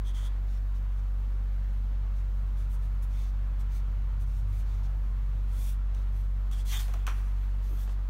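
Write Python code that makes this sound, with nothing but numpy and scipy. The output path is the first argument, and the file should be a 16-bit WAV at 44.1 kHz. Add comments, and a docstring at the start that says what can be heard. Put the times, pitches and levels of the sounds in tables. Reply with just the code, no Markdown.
"""A compressor motor drones through a room as a hand slides a loose sheet over a pad of paper on a desk.
A felt-tip writes short strokes; the sheet is pulled away, flaps down and is smoothed by the hand.
Paper sounds are flickering friction noise and dying bursts through resonances, with a faint room echo.
Behind them lie a faint mains buzz and fan tone (sines), an engine passing outside (a stack of orders)
and ventilation (shaped noise), all heard through a phone microphone."""
import sys
import numpy as np
from scipy import signal
from scipy.fft import rfft, irfft, next_fast_len
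from scipy.io import wavfile
from scipy.ndimage import uniform_filter1d, map_coordinates

SR = 44100
rng = np.random.default_rng(int(sys.argv[2]) if len(sys.argv) > 2 else 0)


def boost_factor(decibels):
    """Convert a level in decibels to a linear amplitude factor."""
    exponent = np.asarray(decibels, float) / 20
    return 10 ** exponent


def transcribe(signal):
    """Save signal, clipped to [-1, 1], as a 16-bit WAV file at the path in sys.argv[1]."""
    frames = np.atleast_2d(signal).T
    limited = np.clip(frames, -1, 1)
    pcm = np.round(limited * 32767).astype(np.int16)
    wavfile.write(sys.argv[1], SR, pcm)


N = 356769  # samples

# Taps of paper and fingers: start_s, level_db (before the resonances), treble_db and thud_db (re level)
TAPS = [(5.941, -60, 4, -12), (5.947, -54, 6, -12), (6.513, -44, -1, -25), (6.524, -49, -1, -20),
        (6.534, -46, -1, -22), (6.88, -42, -4, -4), (6.891, -44, -15, 0), (6.938, -31.5, -8.5, -9.5),
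        (6.95, -39, -20, -8), (7.067, -27.5, -3.5, -31), (7.181, -47, -10, -4), (7.875, -39, -18, -8),
        (7.893, -37, -18, -12)]
# Modes of the desk top under the pad: centre_hz, width_hz, gain_db (of a single pass)
DESK_MODES = [(325, 250, 5.5), (720, 300, 9.5)]


def unit(x):
    """Scaled to rms 1."""
    return x / np.sqrt(np.mean(x ** 2) + 1e-20)


def along(points, hz):
    """Interpolates (Hz, value) points on a log frequency axis."""
    f, v = np.transpose(points)
    return np.interp(np.log(hz + 1), np.log(f + 1), v)


def curves(rows):
    """One value per sample for each column after the time."""
    s, *cols = np.transpose(rows)
    return [np.interp(np.arange(N) / SR, s, c) for c in cols]


def while_on(rows, fade=0.004):
    """Fades in at the first row's time and out at the last's, over fade seconds."""
    t = np.arange(N) / SR
    return np.clip(np.minimum(t - rows[0][0], rows[-1][0] - t) / fade, 0, 1)


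def wobble(rate):
    """A smooth random curve, rate knots a second."""
    knots = rng.standard_normal(int(N * rate / SR) + 4)
    return map_coordinates(knots, [np.arange(N) * rate / SR])


def filtered(x, response):
    """x through a complex response of frequency."""
    m = next_fast_len(len(x) + 8192)
    return irfft(rfft(x, m) * response(np.fft.rfftfreq(m, 1 / SR)), m)[:len(x)]


def resonances(modes):
    """Causal response of (Hz, width Hz, dB) modes, alternating in sign."""
    def response(f):
        return sum((-1) ** k * boost_factor(db) * 1j * f * width / (centre ** 2 - f * f + 1j * f * width)
                   for k, (centre, width, db) in enumerate(modes))
    return response


def coloured(x, spectrum):
    """x shaped by a (Hz, dB) spectrum, rms 1."""
    return unit(filtered(x, lambda hz: boost_factor(along(spectrum, hz))))


def streaked(x, streak_db, bins, frames):
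    """Random gain over frequency that drifts slowly: the many small modes of paper or room."""
    z = signal.stft(x, nperseg=1024)[2]
    field = uniform_filter1d(rng.standard_normal(z.shape), bins, 0)
    field = uniform_filter1d(field, frames, 1)
    return signal.istft(z * boost_factor(streak_db * unit(field)), nperseg=1024)[1][:N]


def friction(grit_db, streak_db):
    """Fibres catching and letting go: noise that flickers within milliseconds, through the paper's modes."""
    flicker = wobble(900) + 0.65 * wobble(60)
    grit = rng.standard_normal(N) * boost_factor(grit_db * flicker)
    return streaked(grit, streak_db, bins=4, frames=7)


def humps(rows, swing=1):
    """Gain of each (fastest at, rise, fall, dB) rub: a rounded swell from a faint touch to a faint lift."""
    touch_db, lift_db, roundness = -78, -80.5, 2.24
    t = np.arange(N) / SR
    for s, rise, fall, db, *_ in rows:
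        away = np.where(t < s, (s - t) / rise, (t - s) / fall)
        depth_db = np.maximum(db - np.where(t < s, touch_db, lift_db), 8)  # at least 8 dB of swell
        swell = boost_factor(-swing * depth_db * np.minimum(away, 1) ** roundness)
        yield swell * while_on([[s - rise], [s + fall]])


def marker():
    """The felt tip drags over the paper fibres: one friction noise split into fine and coarse scratch."""
    # Pen strokes: fastest_s, rise_s, fall_s, fine_db, coarse_db (above the fine)
    strokes = [(0.544, 0.077, 0.052, -72.5, 6), (0.765, .025, .025, -72, 3), (0.995, .04, .015, -74, 1),
               (2.188, 0.037, 0.031, -71.5, 2), (2.585, .022, 0.085, -67, -2.5),
               (2.742, 0.054, .04, -60.5, -10), (2.84, .028, .045, -69.5, -2),
               (3.034, .017, 0.028, -57.5, -9), (3.22, 0.12, 0.094, -67, 5.5),
               (3.608, .022, 0.024, -62, -3), (3.76, 0.06, 0.054, -61, -1), (4.217, .024, .033, -63, -3.5),
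               (4.39, 0.13, .04, -67.5, -0.5), (4.605, 0.14, .03, -63.5, -3.5),
               (4.72, 0.068, 0.096, -75, 9), (4.845, .018, .032, -74, 9.5), (5.685, .21, .085, -52, -7.5),
               (5.985, .04, .06, -71, 3), (6.18, 0.056, .09, -69, -2.5)]
    # Spectrum of the fine scratch: freq_hz, density_db (dB per Hz, relative)
    fine_spectrum = [(3800, -16), (6500, 1.5), (8400, 7.5), (11200, 8.5), (13600, 2.5), (16000, 6.5)]
    # Spectrum of the coarse scratch: freq_hz, density_db (dB per Hz, relative)
    coarse_spectrum = [(1290, -26), (2300, 2), (3000, -5.5), (3500, 2), (4200, -4), (6080, -2.5),
                       (7500, -14), (9750, -22)]
    grit = friction(grit_db=1.0, streak_db=2.5)
    fine = sum(boost_factor(row[3]) * gain for row, gain in zip(strokes, humps(strokes)))
    # the coarse scratch follows the tip's speed less
    coarse = sum(boost_factor(row[3] + row[4]) * gain for row, gain in zip(strokes, humps(strokes, swing=0.66)))
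    return fine * coloured(grit, fine_spectrum) + coarse * coloured(grit, coarse_spectrum)


def sheet():
    """A sheet rubs on the pad: rustle, a whistling air gap, the bending paper and a fine hiss."""
    # Slides of sheet on sheet: fastest_s, rise_s, fall_s, rustle_db, whistle_db (above the rustle)
    slide_rows = [(0.082, 0.043, .05, -60, 4), (0.175, 0.045, 0.068, -56.5, 1.5),
                  (0.262, 0.059, 0.033, -57.5, 3), (6.525, .016, .06, -57, 0.5),
                  (6.6, 0.054, .04, -56.5, -3)]
    # The sheet is pulled away: time_s, rustle_db, whistle_db and flex_db (above the rustle)
    pull_rows = [(6.648, -64, -3, -8), (6.678, -51.5, -10, -12), (6.736, -44, 0, -1), (6.772, -44, 4.5, -6),
                 (6.785, -52, 4, -4), (6.8, -45.5, -9, -9), (6.858, -58.5, -16, -4.5), (6.948, -68, -13, 7),
                 (7.05, -74, -3, 9)]
    # A hand smooths the pad: fastest_s, rise_s, fall_s, rustle_db, sheen_db (above the rustle)
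    brush_rows = [(7.66, 0.038, .06, -69.5, 4), (7.74, .05, .04, -71, 9), (7.815, .05, .07, -62.5, 3),
                  (7.9, .025, 0.058, -66, -7)]
    # The landed sheet, above its rustle: whistle, flex and fine hiss [dB]
    settle_above_db = [-10, 5, -4]
    # Spectrum of the rustle: freq_hz, density_db (dB per Hz, relative)
    rustle_spectrum = [(2350, -13.5), (4000, 1.5), (5930, 2), (8020, -2), (10300, -2.5), (12000, -29)]
    # Spectrum of the bending sheet: freq_hz, density_db (dB per Hz, relative)
    flex_spectrum = [(400, -30), (800, -5), (1200, -1.5), (2000, 1.5), (2800, -1), (4000, -27)]
    # Spectrum of the fine hiss: freq_hz, density_db (dB per Hz, relative)
    sheen_spectrum = [(9000, -19), (10800, -3.5), (13500, -1), (16000, -3)]
    # Air gap between the sheets: centre_hz, width_hz, gain_db (of one of its two passes)
    gap_modes = [(3350, 540, 4), (6000, 470, -8)]

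    grit = friction(grit_db=1.0, streak_db=2.5)
    rustle = coloured(grit, rustle_spectrum)
    flex = coloured(grit, flex_spectrum)
    sheen = coloured(grit, sheen_spectrum)
    whistle = unit(filtered(grit, lambda f: resonances(gap_modes)(f) ** 2))

    def mix(whistle_db, flex_db, sheen_db):
        return rustle + boost_factor(whistle_db) * whistle + boost_factor(flex_db) * flex + boost_factor(sheen_db) * sheen

    slides = sum(gain * boost_factor(row[3]) * mix(row[4], flex_db=-6, sheen_db=-8.5)
                 for row, gain in zip(slide_rows, humps(slide_rows)))
    brushes = sum(gain * boost_factor(row[3]) * mix(whistle_db=-16, flex_db=-10, sheen_db=row[4])
                  for row, gain in zip(brush_rows, humps(brush_rows)))
    rustle_db, whistle_db, flex_db = curves(pull_rows)
    pull = while_on(pull_rows) * boost_factor(rustle_db) * mix(whistle_db, flex_db, sheen_db=-2.5)

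    # the landed sheet creeps flat over a 2 s t60; its flap dies fast
    t = np.clip(np.arange(N) / SR - 7.075, 0, None)
    settle = boost_factor(-64 - 60 * t / 2.0 + 1.7 * wobble(25)) * mix(*settle_above_db)
    flap = boost_factor(-46 - 60 * t / 0.23) * flex
    return slides + brushes + pull + (1 - np.exp(-t / 0.011)) * (settle + flap)


def snaps():
    """Each tap is a dying burst into pad and desk; its treble dies faster, its thud starts softer, dies slower."""
    # Modes of the slapped pad: centre_hz, width_hz, gain_db (relative)
    pad_modes = [(1050, 350, 0), (1450, 450, 0), (2400, 700, -10), (3200, 700, -11)]
    # Modes of its crackle: centre_hz, width_hz, gain_db (relative)
    crackle_modes = [(2500, 1000, 3), (4500, 2900, -4.5), (5960, 590, 4.5), (8900, 2100, -5),
                     (13500, 5400, -9)]
    body, crackle, thud = np.zeros((3, N + SR))
    t = np.arange(SR // 8) / SR
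    taps = [(*row, 0.031) for row in TAPS]  # t60 in s comes last
    # the sheet lands fold after fold, 9.5 ms apart and each 3.5 dB weaker
    folds = [(7.075 + k * 0.0095, -22 - k * 3.5, -18, -23, 0.045) for k in range(5)]
    for s, db, treble_db, thud_db, t60 in taps + folds:
        burst = rng.standard_normal((3, len(t)))
        at = slice(round(s * SR), round(s * SR) + len(t))
        body[at] += boost_factor(db - 60 * t / t60) * (1 - np.exp(-t / 0.00089)) * burst[0]
        crackle[at] += boost_factor(db + treble_db - 60 * t / (0.73 * t60)) * burst[1]
        thud[at] += boost_factor(db + thud_db - 60 * t / (2.8 * t60)) * (1 - np.exp(-t / 0.0035)) * burst[2]
    body = boost_factor(7.0) * filtered(body, resonances(pad_modes))
    crackle = boost_factor(2.5) * filtered(crackle, resonances(crackle_modes))
    thud = boost_factor(5.5) * filtered(thud, resonances(DESK_MODES))
    return (body + crackle + thud)[:N]


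def thumps():
    """The heel of the hand meets the desk: a soft push rings only the desk's lowest mode."""
    # Pushes: start_s, level_db (before the desk mode)
    pushes = [(7.706, -35), (7.724, -33)]
    push, t = np.zeros(N), np.arange(SR // 20) / SR
    for s, db in pushes:
        envelope = boost_factor(db - 60 * t / 0.053) * (1 - np.exp(-t / .003))
        push[round(s * SR):][:len(t)] += envelope * rng.standard_normal(len(t))
    return filtered(push, lambda f: resonances(DESK_MODES[:1])(f) ** 2)


def clamp():
    """Only the sharpest slap sets the pad's steel clamp ringing; it rattles, so the ring is rough."""
    # Ringing modes of the clamp: freq_hz, level_db (peak of the smooth ring, before the rattle), t60_s
    clamp_modes = [(5800, -52.5, 0.33), (8100, -54, 0.13), (8900, -53, 0.11)]
    s = max(TAPS, key=lambda row: row[1] + row[2])[0]  # strongest treble
    t = np.clip(np.arange(N) / SR - s, 0, None)
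    ring = sum(boost_factor(db - 60 * t / t60) * np.sin(2 * np.pi * hz * t + 1.8 * wobble(260))
               for hz, db, t60 in clamp_modes)
    return (t > 0) * ring * boost_factor(3.7 * wobble(180))


def treble_patches():
    """Faint narrow patches of treble noise: friction noise through one narrow resonance each."""
    # Patches: start_s, end_s, centre_hz, width_hz (of one of two passes), level_db
    patches = [(6.155, 6.23, 12700, 900, -75), (7.23, 7.32, 10050, 250, -78), (7.27, 7.34, 13700, 400, -77),
               (7.39, 7.46, 12350, 250, -79)]
    grit = friction(grit_db=3.0, streak_db=1.5)

    def band(hz, width_hz):
        return unit(filtered(grit, lambda f: resonances([(hz, width_hz, 0)])(f) ** 2))

    return sum(boost_factor(db) * while_on([[start], [end]], fade=.015) * band(hz, width_hz)
               for start, end, hz, width_hz, db in patches)


def room(x):
    """The room's answer, a noise tail in which each frequency dies at its own speed."""
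    # Decay of the room: freq_hz, t60_s
    decay = [(300, 1), (1500, 0.49), (6000, 0.13), (14000, .2)]
    hz, t, z = signal.stft(rng.standard_normal(SR // 2), SR, nperseg=256)
    dying = z * boost_factor(-60 * t / along(decay, hz)[:, None])
    tail = signal.istft(dying, SR, nperseg=256)[1]
    delayed = np.pad(x, (200, 0))  # samples
    return signal.fftconvolve(delayed, tail / np.linalg.norm(tail))[:N]


def drone():
    """The motor's shaft orders stay locked together; mains buzz and fan tone waver."""
    # Orders of the motor shaft: multiple, level_db (rms before the swell)
    shaft_orders = [(1, -28.3), (2, -45.8), (3, -58.5), (4, -62.5), (5, -68)]
    # Slow swell of the motor: time_s, gain_db
    swell = [(0, -0.6), (1.5, 0), (4.8, 0), (5.8, .4), (7, 0.2), (7.4, 0.5), (8.09, -1)]
    # Mains buzz: freq_hz, level_db (rms before the waver)
    mains = [(100.2, -59), (200.4, -67)]
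    # Faint fan tone: time_s, level_db (rms before the waver)
    fan = [(0, -76), (1, -74), (1.2, -71), (2.4, -72), (2.9, -73.5), (4, -75), (8.09, -73.5)]
    motor_hz, fan_hz = 47.58, 523
    t = np.arange(N) / SR
    turn = 2 * np.pi * motor_hz * t + 0.037 * wobble(1.285)
    motor = sum(boost_factor(db) * np.cos(k * turn + .65 * (k - 1)) for k, db in shaft_orders)
    motor = motor * boost_factor(curves(swell)[0])
    buzz = sum(boost_factor(db + 1.5 * wobble(3)) * np.cos(2 * np.pi * hz * t + .5 * wobble(1.2))
               for hz, db in mains)
    whine = boost_factor(curves(fan)[0] + 1.7 * wobble(8)) * np.cos(2 * np.pi * fan_hz * t + wobble(6))
    return np.sqrt(2) * (motor + buzz + whine)


def engine():
    """Firing orders of an engine outside, sinking in pitch as the vehicle goes by."""
    # Fifth order: time_s, level_db (rms, before the fades)
    fifth = [(1.2, -68), (1.9, -53), (2.5, -51), (3.4, -56), (3.9, -47.5), (4.3, -44), (4.8, -47),
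             (5.1, -59), (5.5, -53), (6, -53), (6.4, -63), (7, -70)]
    # Higher orders: multiple, level_db (above the fourth, before their waver)
    upper = [(7, -1), (8, -2), (9, -4), (12, -13), (13, -14.5)]
    # Engine speed: time_s, firings_hz
    firing = [(1.2, 16.7), (2.6, 16.68), (3, 16.5), (4.5, 16.46), (5, 16.1), (7, 16.1)]
    closest_s, boom_width_s, swell_width_s = 4.55, .25, 1.85
    away = np.arange(N) / SR - closest_s
    swell_db = -3 * (away / swell_width_s) ** 2
    boom_db = 15.5 * np.exp(-(away / boom_width_s) ** 2)  # the sixth alone booms at the pass
    fourth_db = -56 + swell_db
    sixth_db = -56 + swell_db + boom_db + 3 * wobble(2.59)
    turn = 2 * np.pi * np.cumsum(curves(firing)[0]) / SR
    orders = [(4, fourth_db + 2.5 * wobble(3.4)), (5, curves(fifth)[0]), (6, sixth_db)]
    orders += [(k, fourth_db + db + 3 * wobble(3.02)) for k, db in upper]
    tones = sum(boost_factor(db) * np.cos(k * turn + rng.uniform(0, 2 * np.pi)) for k, db in orders)
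    return np.sqrt(2) * while_on(fifth, fade=0.41) * tones


def ventilation():
    """Low rumble and a smooth hiss, both noise and both breathing slightly."""
    # Room modes in the rumble: freq_hz, density_db (dB per Hz, relative)
    rumble_spectrum = [(20, -22), (32, -18), (42, -8), (62, -4), (84, -6), (104, -8), (116, 0), (134, -7),
                       (150, -6), (168, -13), (182, -7), (215, -6), (262, -10), (290, -17), (500, -40)]
    # Spectrum of the hiss: freq_hz, density_db (dB per Hz, relative)
    hiss_spectrum = [(160, -35), (280, -0.5), (360, -2.5), (640, -3.5), (1000, -2), (1300, -3), (1830, -9),
                     (2600, -13.5), (4270, -19), (7500, -30), (10000, -44.5), (13000, -59.5), (16000, -38)]
    rumble = coloured(rng.standard_normal(N), rumble_spectrum)
    rumble = rumble * boost_factor(-56.5 + .8 * wobble(3.93))
    air = streaked(rng.standard_normal(N), streak_db=1.07, bins=3, frames=9)
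    hiss = coloured(air, hiss_spectrum)
    hiss = hiss * boost_factor(-58 + 0.42 * wobble(4.5) + 0.36 * wobble(22))
    return rumble + hiss


def scene():
    """Desk sounds with their echo over the steady background."""
    desk = marker() + sheet() + snaps() + thumps() + clamp() + treble_patches()
    return (desk + boost_factor(-14.5) * room(desk) + drone() + engine() + ventilation())[None]


def top_cut(x):
    """Nothing passes above the cut-off."""
    return signal.sosfilt(signal.butter(12, 16460, fs=SR, output="sos"), x)


def record(dry):
    """A phone microphone with dips in its treble and a band limit."""
    # Ports of the phone: freq_hz, gain_db
    mic_response = [(100, 0), (4600, 0), (4900, -3), (5600, 0), (7000, 0), (7700, -2), (8500, 0),
                    (10000, -2), (10500, -7), (11000, -1), (12100, 2), (13600, -1), (16000, 0)]
    top_hz = 15780
    heard = filtered(dry[0], lambda hz: boost_factor(along(mic_response, hz)) * (hz < top_hz))
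    return top_cut(heard[None])


dry = scene()
out = record(dry)
transcribe(out)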